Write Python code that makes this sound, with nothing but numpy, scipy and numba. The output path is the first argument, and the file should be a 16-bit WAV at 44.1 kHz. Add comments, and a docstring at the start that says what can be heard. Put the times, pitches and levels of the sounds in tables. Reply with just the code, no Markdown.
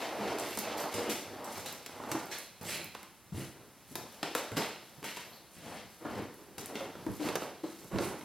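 """A visitor walks slowly through an old wooden house, holding a small camera.
0-3 s: soles drag on boards and scrape on grit, heels and toes knock, loose planks thump under the weight;
the handled camera body rings low on the right. 3-6 s: a lull, sharp knocks from 4 s, a faint shoe squeak.
6-8 s: more drags and knocks; the hand jolts the camera.
Throughout: clothes swish close by, timber rooms echo briefly, a faint steady hiss lies below."""
import sys
import numpy as np
from scipy import signal
from scipy.fft import rfft, irfft, next_fast_len
from scipy.io import wavfile
from scipy.ndimage import uniform_filter1d
from numba import njit

SR = 44100
rng = np.random.default_rng(int(sys.argv[2]) if len(sys.argv) > 2 else 0)


def unload_audio(sound):
    """Save the sound as a 16-bit wav file, at the path given as the first command line argument."""
    columns = np.transpose(np.atleast_2d(sound))
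    # keep every value between -1 and 1, then stretch to whole-number steps
    steps = np.round(np.clip(columns, -1, 1) * 32767)
    wavfile.write(sys.argv[1], SR, steps.astype(np.int16))


N = 363384
TIME_S = np.arange(N) / SR

# sole drags (time [s], rise [s], hold [s], level [dB], rumble share [dB], hollow pitch [Hz])
DRAGS = [(0.0, 0.0024, 0.27, -40, -19, 625), (0.14, 0.09, .04, -38.5, -8, 517),
         (0.25, 0.066, 0.14, -38, -15.5, 507), (0.44, 0.11, 0.047, -49, -3.5, 473),
         (0.57, 0.12, 0.18, -40, -15.5, 730), (0.94, 0.019, 0.16, -38, -14.5, 440),
         (1.23, 0.027, 0.21, -47.5, -12, 469), (1.32, 0.13, 0.055, -45, -16, 890),
         (1.55, 0.022, 0.16, -49, -6, 650), (1.86, 0.29, 0.063, -42, -11, 840),
         (2.02, 0.075, 0.044, -46, -5, 456), (2.29, 0.018, 0.056, -50, -6.5, 695),
         (2.606, 0.029, 0.16, -47, -4.5, 585), (2.948, 0.012, 0.04, -54, -24, 1200),
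         (3.335, 0.047, 0.054, -48, 0, 400), (3.52, 0.02, 0.1, -57.5, -20, 388),
         (3.89, 0.022, 0.017, -63, 10.5, 500), (3.965, 0.021, 0.032, -49.5, -4.5, 600),
         (4.227, 0.0055, 0.024, -42, -27, 523), (4.355, 0.0067, 0.028, -38.5, -18, 725),
         (4.516, 0.0086, 0.037, -52, 0, 500), (4.564, 0.0044, 0.055, -39, -11, 600),
         (5.018, 0.021, 0.015, -47, -12, 523), (5.16, 0.012, 0.19, -59, -6, 670),
         (5.56, 0.16, 0.031, -46.5, -3, 595), (6.0, 0.023, .01, -48, -10, 500),
         (6.044, 0.005, 0.065, -45.5, -2.5, 620), (6.1, 0.039, 0.077, -41.5, -3.5, 463),
         (6.36, 0.037, 0.12, -58, -6, 402), (6.578, 0.0037, 0.0099, -44, -3, 400),
         (6.68, 0.017, 0.17, -45.5, -10.5, 470), (6.95, 0.0086, 0.062, -50.5, 0.5, 400),
         (7.064, .005, 0.049, -47.5, 1, 400), (7.2, 0.078, 0.014, -37.5, -7.5, 614),
         (7.41, 0.018, 0.012, -40.5, -12, 624), (7.635, 0.0077, 0.034, -47.5, -8, 320),
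         (7.8, 0.014, 0.026, -53.5, -1, 400), (7.9, 0.055, 0.11, -36.5, -6, 374),
         (8.11, 0.017, 0.023, -44, -14, 380)]
# heel and toe knocks (time [s], level [dB], wood share [dB], crack share [dB], tick share [dB],
# base decay [s], echo [dB])
KNOCKS = [(0.275, -26, -9, -13, -26, 0.01, -3), (0.384, -25.5, -19, -20, -15.5, 0.0063, 6),
          (0.572, -21, -13, -21, -14, 0.0033, 1), (0.586, -22, -24, -27, -13, 0.0055, 0),
          (0.939, -26, -11.5, -13.5, -11, 0.007, 5), (0.838, -26, -6, -18, -30, 0.005, -7),
          (1.013, -29, -9, -24, -30, 0.003, -6), (1.095, -23.5, -31, -18, -14.5, 0.0053, 9.5),
          (1.442, -36.5, -27, -22, -8, 0.0099, 2.5), (1.555, -32.5, -19, -12, -23, 0.011, 5.5),
          (1.573, -31.5, -6.5, -24, -30, 0.0071, -6), (1.658, -28, -14, -12, -11.5, 0.015, 2.5),
          (1.86, -32.5, -11.5, -8, -8, 0.0092, -5.5), (1.892, -35.5, -6, -28, -35, 0.005, -8),
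          (1.964, -37, -7, -26, -35, 0.005, -4), (1.999, -29.5, -5.5, -26, -35, 0.0048, 1),
          (2.036, -31, -8.5, -19, -35, 0.003, 1), (2.114, -20.5, -9, -15, -12, 0.011, -2.5),
          (2.15, -28.5, -4.5, -31, -35, 0.0045, -7), (2.312, -36.5, -15, -4, -12, 0.014, 8.5),
          (2.61, -31, -26, -21.5, -20, 0.0052, 7.5), (2.948, -28, -9.5, -13, -22, 0.0042, -6.5),
          (3.029, -37.5, -12, -12, -9.5, 0.003, -4), (3.953, -18.5, -15.5, -19.5, -15.5, 0.007, -2),
          (4.228, -19.5, -8.5, -10, -22, 0.0051, -2.5), (4.349, -13.5, -10.5, -16, -18, 0.0042, -3),
          (4.516, -26, -11.5, -20, -22, 0.0027, 3.5), (4.567, -17.5, -10.5, -14, -19, 0.0079, 2),
          (4.578, -23.5, -9, -17, -14, 0.0063, 0), (4.605, -24, -9, -18, -22, 0.004, -5),
          (4.62, -27, -11, -22, -26, 0.0041, -1), (5.027, -33.5, -11, -11, -18, 0.0035, -4),
          (5.041, -24.5, -17, -14, -19, 0.003, 4.5), (5.168, -33.5, -5.5, -12, -17, 0.007, 0),
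          (6.047, -32, -0.5, -19, -42, 0.013, 3), (6.58, -32, -26, -9.5, -7.5, 0.006, 0),
          (6.657, -31, -21, -23, -15, 0.0025, -8), (6.689, -35, -8.5, -24, -34, 0.0096, 3),
          (6.753, -23.5, -11, -14.5, -25, 0.0049, 3), (6.806, -29, -14, -25, -30, 0.0035, -3),
          (6.952, -30.5, -9.5, -24, -36, 0.003, -5), (7.063, -26.5, -10, -24, -29, 0.0059, -3.5),
          (7.286, -22.5, -7, -11, -23, 0.0071, -5.5), (7.353, -14.5, -8.5, -18, -18.5, 0.009, -6),
          (7.418, -23, -9, -28, -30, 0.0087, -10), (7.634, -38.5, -27, -16.5, -25, 0.007, 7.5),
          (7.958, -22, -10, -22, -36, 0.003, -11), (7.984, -19.5, -8.5, -15, -38, 0.0057, -5),
          (8.209, -35.5, -10, -12, -31, 0.0051, -1)]
# scuffs on grit (time [s], rise [s], hold [s], level [dB], swish share [dB])
SCUFFS = [(0.0, 0.0017, 0.033, -40.5, -15.5), (0.15, 0.14, 0.027, -42, -16), (0.365, 0.072, 0.1, -45, -13),
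          (0.576, 0.054, 0.084, -44.5, -15), (0.767, 0.013, 0.044, -47, -11),
          (0.91, 0.014, 0.11, -46, -5.5), (1.087, .01, 0.052, -46.5, 2), (1.436, .12, 0.04, -52.5, 2),
          (1.654, 0.0092, 0.048, -49, -3), (1.807, 0.018, 0.5, -59, -2.5),
          (2.081, 0.0087, 0.089, -54.5, 0.5), (2.296, 0.031, 0.019, -48.5, -2),
          (2.629, 0.081, 0.027, -40.5, -2.5), (2.937, 0.011, 0.047, -56, -8), (3.32, 0.055, 0.051, -51, -2),
          (3.965, .02, .02, -66, 8), (4.227, 0.0057, 0.04, -44, -10.5), (4.347, 0.0055, 0.032, -42, -3),
          (4.558, 0.014, 0.043, -37.5, -8.5), (5.034, 0.014, 0.046, -43.5, -6),
          (5.153, 0.013, 0.039, -49, -5.5), (5.504, 0.26, 0.023, -50.5, -17),
          (6.045, 0.11, 0.033, -50, -13), (6.592, .005, 0.061, -56.5, 3.5),
          (6.739, .01, 0.053, -50.5, -6.5), (7.175, 0.068, 0.03, -45, -5), (7.389, .02, 0.024, -49.5, -5),
          (7.625, 0.011, 0.18, -64, 4), (7.9, 0.13, 0.017, -48.5, -3)]
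# sole chatter (time [s], rise [s], hold [s], level [dB], top pitch [Hz], width [Hz], climb [oct])
CHATTERS = [(2.305, 0.013, 0.041, -53, 4130, 46, 0), (2.67, .05, 0.087, -53, 4050, 120, 0),
            (2.69, 0.058, 0.027, -45.5, 2560, 440, 0.069), (5.043, .012, 0.035, -50.5, 2180, 260, 0),
            (7.636, 0.0072, 0.02, -60.5, 4000, 600, 0), (0.778, 0.0073, 0.031, -54, 4750, 400, 0),
            (2.65, 0.036, 0.022, -50.5, 8200, 720, .25), (2.67, 0.03, 0.022, -50, 10300, 700, 0.06),
            (1.056, .01, 0.048, -48, 2900, 490, 0), (2.7, .02, .07, -64, 2370, 250, 0.028),
            (3.35, 0.032, 0.056, -58.5, 10300, 650, .1), (5.31, 0.024, .035, -61, 4300, 450, .15)]
# low thumps: planks underfoot, and the handled camera body ringing near 100 Hz on the right
# (time [s], level [dB], pitch [Hz], t60 [s], rise [s], echo [dB], left minus right [dB])
THUMPS = [(0.18, -40, 207, 0.3, .03, -4, 2), (0.57, -39.5, 207, 0.13, 0.0027, 0, -7),
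          (0.94, -46, 98.6, 0.34, 0.0058, -4, -14), (1.079, -36, 218, 0.12, 0.0018, 1, 0),
          (1.26, -55, 100.5, 0.53, 0.0095, -14, -3), (1.56, -51, 100.5, 0.4, .01, -5, -12),
          (2.109, -44, 144, 0.16, .01, 2, -4), (2.147, -31.5, 325, 0.15, 0.002, -10, 0),
          (2.612, -39, 194, 0.047, 0.0015, 2, 0), (3.32, -35.5, 158, 0.028, 0.015, -3, 3),
          (3.338, -37.5, 94, 0.16, 0.006, -13, 1), (3.372, -38.5, 133.6, 0.34, 0.004, -3, 0),
          (3.374, -47, 270, 0.25, 0.004, -4, 3), (4.516, -40, 110, 0.13, .004, -4, 0),
          (4.567, -32.5, 165, 0.12, 0.002, -7, 0), (4.575, -35, 289, 0.1, 0.002, -5, -5),
          (4.976, -51, 154, 0.12, 0.0033, 2, -5), (5.563, -48, 178, 0.076, .003, 3, 2),
          (6.049, -34.5, 284, 0.062, 0.0056, 0, 2), (6.17, -43.5, 243, 0.11, .005, 0, 1),
          (6.807, -34.5, 543, 0.15, 0.001, -7, -2), (7.064, -31.5, 317, 0.055, 0.004, -3.5, 4),
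          (7.19, -30.5, 305, 0.09, .04, -2, 3), (7.244, -32, 316, 0.099, 0.016, -3, 2.5),
          (7.633, -29.5, 327.5, 0.046, 0.014, -1.5, 1), (7.925, -33, 192, 0.099, 0.015, -11, -1)]
# shoe squeaks (time [s], length [s], top pitch [Hz], level [dB])
SQUEAKS = [(5.23, .19, 1070, -65)]
# position of the feet (time [s], left minus right [dB])
FOOT_PAN = [(0.0, 1.5), (0.14, -0.5), (0.92, -1.5), (0.99, 0.5), (2.87, -2.5), (3.99, 2.5), (4.54, -1.0),
            (5.14, 0.5), (5.62, 1), (5.76, 2), (5.97, 0.5), (6.2, 1), (6.54, -2), (6.56, 1.5), (7.32, -2.5),
            (7.73, 0.0), (8.01, -3.5), (8.24, -0.5)]
# cloth brushed by swinging limbs (time [s], rise [s], hold [s], level [dB], centre [Hz])
RUSTLES = [(0.375, .01, .02, -64, 9600), (0.41, 0.064, .07, -50.5, 12100), (0.768, .005, 0.033, -47, 12400),
           (1.495, .08, .03, -66, 12000), (2.367, 0.023, 0.0091, -52.5, 10400),
           (3.863, 0.034, .015, -58, 11000), (4.077, 0.032, 0.019, -62, 11800),
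           (4.78, 0.073, 0.15, -69, 12000), (5.5, 0.041, 0.21, -61.5, 9800),
           (5.85, 0.067, 0.29, -66.5, 12110), (6.315, 0.024, 0.076, -68, 12530),
           (7.032, 0.093, 0.037, -57, 11500), (7.74, 0.087, 0.063, -63.5, 12000),
           (8, 0.023, 0.0085, -47.5, 10100), (8.167, 0.031, 0.021, -61, 10800)]
# crease snaps (time [s], level [dB], pitch [Hz])
CREASES = [(0.398, -35, 8900), (0.59, -26, 13700), (0.607, -40, 12500), (0.928, -42, 9900),
           (1.104, -42, 12500), (1.446, -46, 12500), (1.576, -43, 12800), (1.726, -37, 12700),
           (2.257, -43, 12800), (2.386, -35, 10500), (2.631, -43, 12900), (2.844, -35.5, 12500),
           (4.124, -47, 11500), (6.342, -49, 12400), (6.594, -46, 10500), (6.659, -34, 11100),
           (7.117, -51, 12000)]
# cloth stir (time [s], level [dB])
STIR_LEVELS = [(0.0, -49.5), (1.3, -54), (2.5, -63), (3.2, -69), (3.8, -65), (4.2, -54.5), (5.45, -64),
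               (6.0, -62), (6.5, -64.5), (7.0, -56.5), (8.24, -66.5)]
# hand jolts (time [s], gain [dB])
JOLTS = [(3.321, -41), (7.085, -32.5), (7.249, -42), (7.934, -28), (8.039, -54)]
# camera whine (frequency [Hz], level [dB])
WHINE_TONES = [(330, -74), (2077, -85), (4103, -88), (7763, -88), (10099, -80)]

# resonances of boards, joists and sole (frequency [Hz], width [Hz], gain [dB])
BOARD_MODES = [(332, 350, -11), (472, 42, -7), (582, 110, -2.5), (908, 99, -5), (1370, 47, -8)]
JOIST_MODES = [(96.7, 5.5, -8), (145, 22, -4), (198, 26, -0.5)]
SOLE_MODES = [(2130, 280, 0), (2740, 540, -0.5), (3970, 32, -7), (4750, 82, -7), (6140, 80, -18)]

# source spectra (frequency [Hz], relative level [dB])
RUB_SPECTRUM = [(120, -38.5), (200, 0.5), (330, 4.5), (550, -1.5), (850, 0), (1300, -3), (2200, -8.5),
                (5000, -30.5)]
RUMBLE_SPECTRUM = [(30, -34), (55, -37.5), (95, -6.5), (150, -4), (220, -3), (330, -6.5), (600, -36.5)]
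WOOD_SPECTRUM = [(60, -25), (150, 0), (300, 5), (600, -0.5), (1000, 0), (1500, -3.5), (2500, -23),
                 (6000, -46)]
SCRAPE_SPECTRUM = [(700, -22.5), (1400, 1.5), (2100, 0.5), (2800, -1), (3400, -1), (4300, -0.5), (6200, -8),
                   (9000, -15.5), (15000, -63)]
SWISH_SPECTRUM = [(4000, 1), (6500, 0), (8200, 0.5), (10000, -1), (12500, -0.5), (14200, -6), (15800, -12)]
SQUEAK_SPECTRUM = [(1000, -13), (4200, -5), (7000, -18), (10000, -8), (12300, 4), (15200, -8)]
CLOTH_SPECTRUM = [(200, 2), (600, 11), (2000, 1), (5000, 0), (8000, -10), (12000, -4.5), (15500, -18)]
HISS_SPECTRUM = [(15, -55), (25, -22), (74, -6), (99, -5.5), (195, -0.5), (416, -9), (714, -12.5),
                 (775, -10), (1650, -12.5), (5570, -20.5), (6560, -22), (7510, -20.5), (9840, -19),
                 (10700, -17.5), (16000, -23)]

# timber room decay (frequency [Hz], t60 [s])
ROOM_T60 = [(80, 0.41), (300, 0.26), (1000, 0.49), (4000, 0.67), (8000, 0.34), (15000, 0.28)]
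# stereo width of two close microphones (frequency [Hz], side minus mid [dB])
STEREO_WIDTH = [(100, -11.5), (250, -12.5), (800, -12), (2000, -20), (3500, -19.5), (4600, -12),
                (5700, 4.5), (6700, 2.5), (8000, -5.5), (10500, -17), (13000, -52)]

DRAG_FADE_DB_PER_S, SCUFF_FADE_DB_PER_S, SWISH_FADE_DB_PER_S = 111, 134, 148
# the two microphone ports ring at different pitches
LEFT_PORT_HZ, RIGHT_PORT_HZ, PORT_WIDTH_HZ, PORT_DB = 5750, 6700, 770, -4


def drags(load, glide_oct=0.33, trim_db=-1):
    """A sole rubs the boards, rings the hollow below, higher when faster, and shakes the joists."""
    power = np.full(N, 1e-18)
    weighted_hz = power * DRAGS[0][-1]
    for start_s, rise_s, hold_s, db, _, hz in DRAGS:
        speed = stroke(start_s, rise_s, hold_s, DRAG_FADE_DB_PER_S)
        drag_power = (speed * undb(db)) ** 2
        power += drag_power
        weighted_hz += drag_power * hz * 2 ** (glide_oct * (speed - 1))
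    rub = colour(friction(4000, 1.5, 1.25, 60), RUB_SPECTRUM)
    hollow = swept_band(rub, weighted_hz / power, damping=0.55)
    boards = unit(resonate(rub, BOARD_MODES, ring_db=-3) + undb(8) * hollow)
    rumble = colour(friction(900, 0.44, 4.2, 25), RUMBLE_SPECTRUM)
    joists = unit(resonate(rumble, JOIST_MODES, ring_db=-3.5))
    return moving_room((boards * np.sqrt(power) + joists * load) * undb(trim_db), wet_db=-4)


def floor_load():
    """Envelope of the floor shaking under the dragging feet."""
    return np.sqrt(sum((stroke(start_s, rise_s, hold_s, DRAG_FADE_DB_PER_S) * undb(db + rumble_db)) ** 2
                       for start_s, rise_s, hold_s, db, rumble_db, _ in DRAGS))


def knocks(rise_s=0.0019, blow_s=0.0028):
    """Hard contact: the wood sounds, the heel cracks, grit ticks; brighter parts die first."""
    out, t = np.zeros((2, N)), TIME_S[:SR // 6]
    decay_ratios = np.array([[1.2], [.7], [.5]])  # wood, crack, tick
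    for start_s, db, wood_db, crack_db, tick_db, decay_s, wet_db in KNOCKS:
        envelope = (1 - np.exp(-(t / rise_s) ** 4)) * np.exp(-t / (decay_s * decay_ratios))
        force = rng.standard_normal(envelope.shape) * envelope
        force[:, int(rise_s * SR)] += 3.5  # the sole squeezes, then bites
        wood = resonate(colour(force[0], WOOD_SPECTRUM), BOARD_MODES, ring_db=-0.5)
        crack = resonate(colour(force[1], SCRAPE_SPECTRUM), SOLE_MODES, ring_db=-8)
        tick = colour(force[2], SWISH_SPECTRUM)
        parts = (wood, wood_db), (crack, crack_db), (tick, tick_db)
        blow = sum(undb(share_db) * x / np.linalg.norm(x) for x, share_db in parts)
        add(out, start_s, room(blow * undb(db) * np.sqrt(blow_s * SR), wet_db))
    return out


def scuffs(scrape_db=-2.5, swish_db=-0.5):
    """A sole scrapes over grit with a bright swish and some chatter."""
    scrape_power, swish_power = np.zeros(N), np.zeros(N)
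    for start_s, rise_s, hold_s, db, share_db in SCUFFS:
        scrape_power += (stroke(start_s, rise_s, hold_s, SCUFF_FADE_DB_PER_S) * undb(db)) ** 2
        swish_power += (stroke(start_s, rise_s, hold_s, SWISH_FADE_DB_PER_S) * undb(db + share_db)) ** 2
    grit = colour(friction(3500, 2.0, 2.55, 110), SCRAPE_SPECTRUM)
    scrape = unit(resonate(grit, SOLE_MODES, ring_db=1)) * undb(scrape_db)
    swish = unit(colour(friction(7000, 3.6, 2.7, 90), SWISH_SPECTRUM)) * undb(swish_db)
    scuff = scrape * np.sqrt(scrape_power) + swish * np.sqrt(swish_power)
    return moving_room(scuff + chatter(), wet_db=-3)


def chatter():
    """A sliding sole chatters around one pitch, which may climb with speed."""
    slips = friction(5000, 1.8, 1.4, 60)
    out = np.zeros(N)
    for start_s, rise_s, hold_s, db, hz, width_hz, climb_oct in CHATTERS:
        speed = stroke(start_s, rise_s, hold_s, SCUFF_FADE_DB_PER_S)
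        pitch_hz = hz * 2 ** (climb_oct * (speed - 1))
        out += unit(swept_band(slips, pitch_hz, width_hz / hz)) * speed * undb(db)
    return out


def thumps(rattle_db=-9):
    """A plank underfoot, or the handled camera body, rings in one low mode with a dull rattle."""
    out, t = np.zeros((2, N)), TIME_S[:SR // 3]
    for start_s, db, hz, t60_s, rise_s, wet_db, pan_db in THUMPS:
        dull_noise = colour(rng.standard_normal(len(t)), WOOD_SPECTRUM)
        rattle = unit(band(dull_noise, hz, width_hz=hz))
        swing = np.sin(2 * np.pi * hz * t) + undb(rattle_db) * rattle
        envelope = (1 - np.exp(-(t / rise_s) ** 2)) * np.exp(-np.log(1000) * t / t60_s)
        mid, side = room(swing * envelope / envelope.max() * undb(db), wet_db)
        add(out, start_s, np.array([mid, side + side_ratio(pan_db) * mid]))
    return out


def squeaks(arch=0.16, jitter=0.012, flutter_db=2, harmonics=14):
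    """A flexing shoe sticks and slips: a thin, rough tone that rises and falls."""
    out = np.zeros((2, N))
    for start_s, length_s, top_hz, db in SQUEAKS:
        u = np.linspace(-1, 1, int(length_s * SR))
        hz = top_hz * (1 - arch * u ** 2) * (1 + jitter * wander(700)[:len(u)])
        phase = 2 * np.pi * np.cumsum(hz) / SR
        tone = sum(undb(at_hz(SQUEAK_SPECTRUM, k * hz)) * np.sin(k * phase)
                   for k in range(1, harmonics + 1))
        grip = (1 - u ** 2) * undb(flutter_db * wander(150)[:len(u)])
        add(out, start_s, room(unit(tone * grip) * undb(db), wet_db=-5))
    return out


def rustles(width_hz=2600, broad_db=-1.5, crease_width_hz=3400, crease_decay_s=0.0013):
    """Stiff fabric close by: threads scratch past each other, creases snap."""
    threads = colour(friction(2500, 2.7, 4.3, 140), SWISH_SPECTRUM)
    out, t = np.zeros((1, N)), TIME_S[:SR // 25]
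    for start_s, rise_s, hold_s, db, hz in RUSTLES:
        brush = unit(band(threads, hz, width_hz) + undb(broad_db) * threads)
        out += brush * stroke(start_s, rise_s, hold_s, SWISH_FADE_DB_PER_S) * undb(db)
    for start_s, db, hz in CREASES:
        snap = unit(band(rng.standard_normal(len(t)), hz, crease_width_hz)) * np.exp(-t / crease_decay_s)
        add(out, start_s, undb(db) * snap[None])
    return room(out[0], wet_db=-2.5)[:, :N]


def cloth_stir():
    """Fabric rubs softly throughout, nearly at rest when the visitor pauses."""
    cloth = unit(colour(friction(12000, 1.6, 1.0, 22), CLOTH_SPECTRUM))
    level_db = np.interp(TIME_S, *np.transpose(STIR_LEVELS))
    return room(cloth * undb(level_db), wet_db=-9)[:, :N]


def handling(load, step_db=-10, rest_db=-68.5, jolt_rise_s=0.02):
    """The hand on the camera rumbles with the steps and jolts at times, mostly on the right."""
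    envelope = (load * undb(step_db) + undb(rest_db))[None]
    u = TIME_S[:SR // 3] / jolt_rise_s
    for start_s, db in JOLTS:
        add(envelope, start_s, undb(db) * (u * np.exp(-u))[None])
    rumble = unit(colour(rng.standard_normal(N), [(20, -34), (38, -9), (58, -2.5), (90, 0.5), (160, -7)]))
    return rumble * envelope * np.array([[-.15], [1]])  # left, right


def background(hiss_db=-61, whine_width_hz=27):
    """Still air and hiss, with the camera's thin wavering whine."""
    mid, side = (unit(colour(rng.standard_normal(N), HISS_SPECTRUM)) * undb(hiss_db) for _ in range(2))
    whine = sum(undb(db) * unit(band(rng.standard_normal(N), hz, whine_width_hz))
                for hz, db in WHINE_TONES)
    return np.array([mid + whine, undb(-0.5) * widen(side)])


def room(x, wet_db, build_s=0.001):
    """Direct sound plus the echo at one spot, as mid and side; the ports ring in the side."""
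    t = TIME_S[:SR * 3 // 4]
    hz, _, cells = signal.stft(rng.standard_normal((2, len(t))), SR, nperseg=256)
    age_s = np.linspace(0, t[-1], cells.shape[-1])
    decay = np.exp(-np.log(1000) * age_s / at_hz(ROOM_T60, hz)[:, None])
    tails = signal.istft(cells * decay, SR)[1][:, :len(t)] * (1 - np.exp(-t / build_s))
    mid_ir, side_ir = undb(wet_db) * tails / np.sqrt(SR * 0.03)
    mid_ir[0] += 1  # direct path
    side = widen(signal.fftconvolve(x, side_ir))
    ports = band(x, LEFT_PORT_HZ, PORT_WIDTH_HZ) - band(x, RIGHT_PORT_HZ, PORT_WIDTH_HZ)
    side[:len(x)] += undb(PORT_DB) * ports
    return np.array([signal.fftconvolve(x, mid_ir), side])


def moving_room(x, wet_db, spacing_s=0.8):
    """The echo crossfades from spot to spot as the visitor walks."""
    out = np.zeros((2, N))
    for spot_s in np.arange(0, TIME_S[-1] + spacing_s, spacing_s):
        weight = 1 - np.abs(TIME_S - spot_s) / spacing_s
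        near = weight > 0
        if near.any():
            add(out, TIME_S[near][0] + .5 / SR, room(x[near] * weight[near], wet_db))
    return out


def friction(slips_per_s, spread_db, judder_db, judder_hz):
    """Tiny uneven slips, swelling as the surface catches and lets go."""
    slips = (rng.random(N) < slips_per_s / SR) * rng.choice([-1, 1], N)
    sizes = undb(spread_db * np.minimum(rng.exponential(size=N), 4))
    return unit(slips * sizes * undb(judder_db * wander(judder_hz)))


def stroke(start_s, rise_s, hold_s, fade_db_per_s, rise_exponent=0.87):
    """Envelope of one slide: build, hold, release."""
    age_s, rise_s = TIME_S - start_s, max(rise_s, .003)
    gain = np.zeros(N)
    live = slice(*np.searchsorted(age_s, [0, rise_s + hold_s + 1]))
    build = np.minimum(age_s[live] / rise_s, 1) ** rise_exponent
    gain[live] = build * undb(-fade_db_per_s * np.maximum(age_s[live] - rise_s - hold_s, 0))
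    return gain


def wander(rate_hz):
    """Smooth random drift, spread near 0.7."""
    step = max(int(SR / rate_hz), 1)
    return 0.85 * uniform_filter1d(np.repeat(rng.standard_normal(N // step + 1), step), step)[:N]


def resonate(x, modes, ring_db):
    """A body adds its resonances to what shakes it."""
    return x + undb(ring_db) * sum(undb(db) * band(x, hz, width_hz) for hz, width_hz, db in modes)


def band(x, hz, width_hz):
    """One resonance, gain 1 at the centre."""
    return signal.lfilter(*signal.iirpeak(hz, hz / width_hz, fs=SR), x)


@njit
def swept_band(x, hz, damping):
    """State-variable band-pass with a moving centre."""
    y, band_state, low_state = np.empty(len(x)), 0., 0.
    for i in range(len(x)):
        g = np.tan(np.pi * hz[i] / SR)
        v = (band_state + g * (x[i] - low_state)) / (1 + g * (g + damping))
        band_state = 2 * v - band_state
        low_state += 2 * g * v
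        y[i] = damping * v
    return y


def colour(x, spectrum, size=4096, skirt_db_per_oct=10):
    """Minimum-phase filter, falling off beyond the spectrum's ends; keeps white-noise power."""
    hz = np.arange(size // 2 + 1) * SR / size + 1
    beyond_oct = np.abs(np.log2(hz / np.clip(hz, spectrum[0][0], spectrum[-1][0])))
    cepstrum = irfft(np.log(undb(at_hz(spectrum, hz) - skirt_db_per_oct * beyond_oct)))
    cepstrum[1:size // 2] *= 2
    cepstrum[size // 2 + 1:] = 0
    response = irfft(np.exp(rfft(cepstrum)))
    return signal.fftconvolve(x, response / np.linalg.norm(response))[:len(x)]


def widen(x):
    """The part by which the two microphones differ."""
    size = next_fast_len(len(x))
    hz = np.arange(size // 2 + 1) * SR / size
    return irfft(rfft(x, size) * undb(at_hz(STEREO_WIDTH, hz)), size)[:len(x)]


def side_ratio(pan_db):
    """Side over mid for a left-minus-right level."""
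    return (undb(pan_db) - 1) / (undb(pan_db) + 1)


def at_hz(points, hz):
    """Interpolate (frequency [Hz], value) points on a log axis."""
    points_hz, values = np.transpose(points)
    return np.interp(np.log(hz + 1), np.log(points_hz), values)


def add(out, start_s, x):
    """Mix x into out from start_s."""
    i = max(int(start_s * SR), 0)
    out[:, i:i + x.shape[1]] += x[:, :N - i]


def undb(db):
    """Decibels to gain."""
    return 10 ** (np.asarray(db) / 20)


def unit(x):
    """Scale to rms 1."""
    return x / np.sqrt(np.mean(x ** 2))


def scene(pan_band_hz=(200, 6000)):
    """All sources as left and right; the feet move from side to side in the midrange."""
    load = floor_load()
    feet = drags(load) + scuffs() + knocks() + squeaks()
    midrange = signal.sosfiltfilt(signal.butter(1, pan_band_hz, "band", fs=SR, output="sos"), feet[0])
    pan_db = np.interp(TIME_S, *np.transpose(FOOT_PAN))
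    feet[1] += side_ratio(pan_db) * midrange
    mid, side = feet + thumps() + rustles() + cloth_stir() + background()
    return np.array([mid + side, mid - side]) + handling(load)


def record(dry, cutoff_hz=16000):
    """The camera cuts the top treble."""
    return signal.sosfilt(signal.ellip(10, .2, 70, cutoff_hz, fs=SR, output="sos"), dry)


dry = scene()
out = record(dry)
unload_audio(out)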